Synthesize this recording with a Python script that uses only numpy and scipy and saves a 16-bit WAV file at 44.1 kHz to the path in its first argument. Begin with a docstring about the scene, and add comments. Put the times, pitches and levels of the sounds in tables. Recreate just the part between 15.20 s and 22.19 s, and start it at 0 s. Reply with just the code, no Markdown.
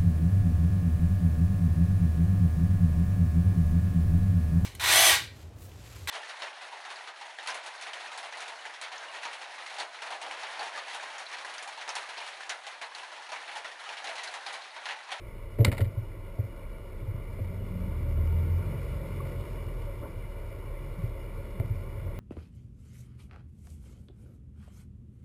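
"""Under open water, heard from inside a waterproof camera case, a boat engine idles. In the first second
the hand holding the case makes it boom, scuff, creak and crack, and weaker bumps follow. The engine
labours and revs up to a peak at 3.6 s, its wash swelling through the resonances of the case. As it
settles, a bubble sounds and the water gurgles; the hand bumps again and taps once at 6.4 s. Throughout,
the recorder samples slowly and holds each sample, which mirrors the sound faintly into the treble."""
import sys
import numpy as np
from scipy import signal
from scipy.io import wavfile

SR = 44100
rng = np.random.default_rng(int(sys.argv[2]) if len(sys.argv) > 2 else 0)


def master_out(mix):
    """Clip the mix to full scale and print it as 16-bit PCM to the path in sys.argv[1]."""
    frames = np.transpose(np.atleast_2d(mix))
    ceiling = np.clip(frames, -1, 1)
    pcm = np.round(ceiling * 32767).astype(np.int16)
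    wavfile.write(sys.argv[1], SR, pcm)


N = 308259
TIME = np.arange(N) / SR

# Engine speed. Each row: time in seconds, firing rate in Hz.
FIRING_RATE = [(0.0, 30.83), (1.05, 30.8), (1.71, 32.7), (1.87, 32.54), (2.41, 35.23), (2.61, 37.8),
               (2.96, 38.77), (3.6, 46.12), (4.28, 42.74), (4.87, 36.02), (5.16, 35.63), (6.07, 37.05),
               (6.52, 35.43), (6.99, 36.3)]
# Strong engine orders. Each row: multiple of the firing rate, base level in dB, gain in dB at full load,
# gain in dB at the shaking speed, gain in dB per Hz above IDLE_HZ, waver in dB.
MAIN_ORDERS = [(1, -45, 3.5, 9.5, 0.1, 3), (2, -50.5, 19.5, 5, 0.5, 1.8), (3, -52, 2.5, 2, 0.95, 2.5)]
# Weak engine orders. Each row: multiple of the firing rate, unloaded level in dB relative to the wash.
WEAK_ORDERS = [(1.5, -9), (2.5, -11.5), (3.5, -10.5), (4, -15.5), (4.5, -20), (5, -19)]
# Modes of the case. Each row: frequency in Hz, width in Hz, gain in dB under water drive, and when struck.
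CASE_MODES = [(346, 195, 1, -10.5), (464, 102, -2.5, -11), (554.6, 66, 3.5, -5), (637, 59, -4, -11.5),
              (912, 102, -6.5, 4.5), (1078, 226, -8, -1.5), (1402, 185, -11.5, 1), (1682, 145, -20.5, -18),
              (2073, 316, -11, 9.5), (2295, 180, -11, 2), (2674, 100, -23.5, -21), (2890, 176, -16, 7),
              (3446, 435, -24.5, -1), (3833, 113, -26.5, 2.5), (4216, 300, -27.5, 2),
              (5090, 1840, -30.5, -26)]
# Gurgles close by. Each row: start in seconds, level in dB, rise time in seconds.
WATER_GURGLES = [(4.828, -47, .004), (4.845, -51, 0.0089)]
# Soft pushes of the hand; the long row at 2.5 s is instead a brief groan near 180 Hz, as the labouring engine's
# fifth order passes a resonance of the case. Each row: start in seconds, peak in dB, frequency in Hz, rise time
# in seconds.
HAND_BUMPS = [(0.39, -10.5, 111, 0.019), (.46, -27.5, 186, 0.014), (0.472, -14, 97, 0.013),
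              (.604, -15, 99.6, 0.02), (.765, -23, 105.4, 0.019), (1.185, -19.5, 103, .015),
              (1.813, -34, 116, 0.018), (1.869, -26, 98, 0.021), (1.938, -27, 102, 0.012),
              (2.201, -26, 100.4, 0.019), (2.5, -35.5, 180, 0.075), (5.635, -29, 108.6, 0.0083),
              (5.775, -34.5, 169, 0.018), (5.826, -22.5, 113, 0.017), (6.177, -29, 98.9, 0.011),
              (6.394, -18.5, 104, .011), (6.495, -20, 98.5, 0.018)]
# The snaps of one loud crack. Each row: start in seconds, peak in dB.
CRACK_SNAPS = [(.4470, -18), (.4484, -7), (.4494, -11), (.45025, -6.5), (.4523, -16), (.4528, -17)]
# Fingers rubbing the case. Each row: start in seconds, level in dB.
FINGER_SCUFFS = [(0.385, -26.5), (.406, -32.5), (0.45, -31.5), (.476, -33), (0.522, -36.5), (.594, -31.5),
                 (1.183, -38.5), (2.186, -39.5), (4.828, -37.5), (6.399, -35)]
# Creaks of the plastic. Each row: start in seconds, level of the first slip in dB.
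PLASTIC_CREAKS = [(0.3852, -50.5), (.405, -48.5), (.451, -30), (.465, -35.5), (.516, -31.5), (0.545, -47),
                  (0.569, -44), (0.579, -36.5), (0.605, -37), (0.645, -47.5)]
# Low boom of water pushing on the case. Each row: time in seconds, level in dB before the boom's gain.
BOOM_LEVELS = [(0.0, -55.5), (0.64, -37), (0.8, -46.5), (1.6, -54), (2.37, -39.5), (2.96, -40.5),
               (3.29, -39.5), (5.47, -48), (6.37, -45.5), (6.52, -39), (6.99, -38)]
# The higher drone of the case. Each row: time in seconds, level in dB before the drone's gain.
DRONE_LEVELS = [(0.0, -63), (0.41, -57), (0.53, -50), (0.8, -59.5), (1.99, -56.5), (2.2, -52.5),
                (2.35, -47), (2.69, -45), (5.35, -62), (6.43, -54.5), (6.99, -59)]

IDLE_HZ, SHAKE_HZ, SHAKE_WIDTH_HZ = 36, 39.64, 3.1   # firing rates: settled idle, strongest shaking
LOAD_START_S, LOAD_FULL_S, LOAD_OFF_S, LOAD_RELEASE_S = 2.4, 3.13, 3.35, .23
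WASH_IDLE_DB, WASH_DB_PER_OCTAVE = -48, 11.5


def engine(firing_hz, weak_load_db=8.5, weak_waver_db=6, jitter=.006):
    """Periodic firing gives harmonics, uneven cylinders half orders; load and resonance strengthen them."""
    release = np.exp(-np.maximum(TIME - LOAD_OFF_S, 0) / LOAD_RELEASE_S)
    load = np.interp(TIME, [LOAD_START_S, LOAD_FULL_S], [0, 1]) * release
    shake = 1 / (1 + ((firing_hz - SHAKE_HZ) / SHAKE_WIDTH_HZ) ** 2)
    phase = 2 * np.pi * np.cumsum(firing_hz * (1 + jitter * drift(17))) / SR
    orders = []
    for k, db, load_db, shake_db, db_per_hz, waver_db in MAIN_ORDERS:
        gain_db = load_db * load + shake_db * shake + db_per_hz * (firing_hz - IDLE_HZ)
        orders.append((k, db + gain_db + waver_db * drift(11)))
    for k, db in WEAK_ORDERS:
        orders.append((k, wash_level(firing_hz) + db + weak_load_db * load + weak_waver_db * drift(8)))
    return np.sqrt(2) * sum(from_db(db) * np.sin(k * phase + rng.uniform(0, 2 * np.pi)) for k, db in orders)


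def wash_level(firing_hz):
    """The wash follows a power law: its level in dB rises equally with each doubling of engine speed."""
    return WASH_IDLE_DB + WASH_DB_PER_OCTAVE * np.log2(firing_hz / IDLE_HZ)


def wash(wash_db, flicker_db=1.23, gurgle_band_hz=(550, 1900)):
    """The modes of the case filter the noise of churning water; gurgles are short, duller bursts of it."""
    churn = rms_one(sum(from_db(db + flicker_db * drift(25)) * resonant_noise(hz, width)
                        for hz, width, db, _ in CASE_MODES))
    gurgle = rms_one(butterworth(churn, gurgle_band_hz, "band"))
    bursts = sum(from_db(db) * hump(s, rise_s) for s, db, rise_s in WATER_GURGLES)
    return from_db(wash_db) * churn + gurgle * bursts


def bumps(rebound_s=.044, rebound_db=-10.5):
    """A slow push excites only a low mode: the case booms, then rocks back once, more weakly."""
    return sum(swell(s, db, hz, rise_s) + swell(s + rebound_s, db + rebound_db, hz, rise_s)
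               for s, db, hz, rise_s in HAND_BUMPS)


def crack():
    """Stressed plastic lets go in a few impulses, whose broad spectrum excites every mode."""
    force = np.zeros(N)
    for s, db in CRACK_SNAPS:
        force[round(s * SR)] += from_db(db)
    return strike(force)


def scuffs(body_db=-4, decay_s=0.027):
    """Skin is soft, so its friction drives only the low resonances."""
    rub = rms_one(sum(from_db(db) * resonant_noise(hz, width) for hz, width, _, db in CASE_MODES[:4]))
    body = from_db(body_db) * rms_one(resonant_noise(hz=241, width_hz=104))
    return rms_one(rub + body) * sum(from_db(db) * dying(s, decay_s) for s, db in FINGER_SCUFFS)


def creaks(grains_per_s=4000, dull_hz=2200):
    """Stick-slip friction: each slip is a rush of tiny impulses, softer and duller than a snap."""
    grains = (rng.random(N) < grains_per_s / SR) * rng.choice([-1, 1], N)
    friction = butterworth(grains, dull_hz)
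    pressure = sum(slip_run(s, db) for s, db in PLASTIC_CREAKS)
    return strike(friction * pressure) / strike(friction).std()


def slip_run(s, db, count=7, gap_s=0.0072, unevenness=0.34, loss_db=5.5, rise_s=0.0019):
    """Stress relaxes in steps: the envelope of a creak is a run of unevenly spaced, weakening slips."""
    gaps = gap_s * np.exp(unevenness * rng.standard_normal(count))
    starts = s + np.cumsum(gaps) - gaps
    return sum(from_db(db - loss_db * k) * hump(start, rise_s) for k, start in enumerate(starts))


def tap(start_s=6.3995, force_db=-15, soft_hz=1150):
    """A soft fingertip spreads its impact over time, which takes the treble out of the force."""
    click = signal.unit_impulse(N, round(start_s * SR))
    return from_db(force_db) * strike(butterworth(click, soft_hz))


def flow(boom_gain_db=1.5, drone_gain_db=2.0, surge_db=-48.5, hum_db=-48, hum_hz=52):
    """Forced vibration: moving water keeps the lowest modes of the case rumbling, over a faint hum."""
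    boom = from_db(in_time(BOOM_LEVELS) + boom_gain_db) * rms_one(resonant_noise(hz=96.3, width_hz=34))
    drone = from_db(in_time(DRONE_LEVELS) + drone_gain_db) * rms_one(resonant_noise(hz=177.4, width_hz=91))
    surge = from_db(surge_db) * rms_one(resonant_noise(hz=30.5, width_hz=26.3))
    hum = from_db(hum_db + 2 * drift(1.7)) * np.sin(2 * np.pi * hum_hz * TIME)
    return boom + drone + surge + hum


def bubble():
    """A lone bubble pulsates briefly at its natural frequency."""
    return swell(s=4.001, db=-35.5, hz=1120, rise_s=.005)


def ticks(wash_db, per_s=45, relative_db=-3, spread_db=3):
    """Tiny bubbles pop as a Poisson process and ring the upper modes, harder when the water churns more."""
    onsets = rng.random(N) < per_s / SR
    pops = onsets * from_db(wash_db + relative_db + spread_db * np.clip(rng.standard_normal(N), -2, 2))
    upper_modes = [(hz, width, (-1) ** k * from_db(db))
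                   for k, (hz, width, db, _) in enumerate(CASE_MODES[4:])]
    return ring(pops, upper_modes)


def strike(force):
    """A force on the shell drives all the modes of the case at once."""
    return ring(force, [(hz, width, from_db(db)) for hz, width, _, db in CASE_MODES])


def ring(force, modes):
    """Convolution with the summed impulse responses of the modes; a unit click gives a peak of 1."""
    click = signal.unit_impulse(SR // 20)
    response = sum(gain * resonate(click, hz, width) for hz, width, gain in modes)
    return signal.fftconvolve(force, response / np.abs(response).max())[:N]


def resonate(x, hz, width_hz):
    """A damped two-pole resonator with unit gain at its peak."""
    r = np.exp(-np.pi * width_hz / SR)
    feedback = [1, -2 * r * np.cos(2 * np.pi * hz / SR), r * r]
    return signal.lfilter(np.array([1, 0, -1]) * (1 - r * r) / 2, feedback, x + 1e-18)


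def resonant_noise(hz, width_hz):
    """Two resonators in cascade narrow white noise to a steep-sided band."""
    return resonate(resonate(rng.standard_normal(N), hz, width_hz), hz, width_hz)


def swell(s, db, hz, rise_s):
    """A softly driven mode builds up and dies away."""
    return from_db(db) * hump(s, rise_s) ** 3 * np.sin(2 * np.pi * hz * (TIME - s))


def hump(s, rise_s):
    """A critically damped pulse: it reaches 1 after the rise time, then falls away."""
    age = np.clip((TIME - s) / rise_s, 0, 20)
    return age * np.exp(1 - age)


def dying(s, decay_s, attack_s=0.002):
    """Exponential decay with a quick linear attack."""
    age = np.maximum(TIME - s, 0)
    return np.minimum(age / attack_s, 1) * np.exp(-np.minimum(age / decay_s, 20))


def drift(per_s):
    """Interpolated random values give a slow wander with a spread of about 1."""
    knots = np.arange(0, TIME[-1] + 1, 1 / per_s)
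    return np.interp(TIME, knots, rng.standard_normal(len(knots)))


def in_time(rows):
    """Linear interpolation of a curve at every sample."""
    return np.interp(TIME, *np.transpose(rows))


def from_db(db):
    """Decibels to amplitude ratio."""
    return 10 ** (np.asarray(db) / 20)


def rms_one(x):
    """Normalisation to unit rms."""
    return x / np.sqrt(np.mean(x ** 2) + 1e-20)


def butterworth(x, hz, kind="low"):
    """A gentle filter, falling 12 dB per octave outside its passband."""
    return signal.sosfilt(signal.butter(2, hz, kind, fs=SR, output="sos"), x)


def brick_wall(x, hz):
    """A steep linear-phase low-pass."""
    padded = np.pad(x, 150, "reflect", reflect_type="odd")
    return signal.fftconvolve(padded, signal.firwin(301, hz, fs=SR), "valid")


def scene():
    """Superposition of boat, hand and water at one microphone; the engine's speed drives its wash."""
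    firing_hz = in_time(FIRING_RATE)
    wash_db = wash_level(firing_hz)
    hand = bumps() + scuffs() + crack() + creaks() + tap()
    water = flow() + bubble() + ticks(wash_db)
    return (engine(firing_hz) + wash(wash_db) + hand + water)[None]


def record(dry, hold_hz=12000, anti_alias_hz=5830, cutoff_hz=15150):
    """Zero-order hold: holding each slow sample mirrors the spectrum about the rate; the top is cut."""
    band_limited = brick_wall(dry[0], anti_alias_hz)
    slow = signal.resample_poly(band_limited, hold_hz, SR, window=("kaiser", 4), padtype="edge")
    held = signal.resample_poly(np.repeat(slow, 4), SR, 4 * hold_hz, padtype="edge")
    return brick_wall(held[:N], cutoff_hz)[None]


dry = scene()
out = record(dry)
master_out(out)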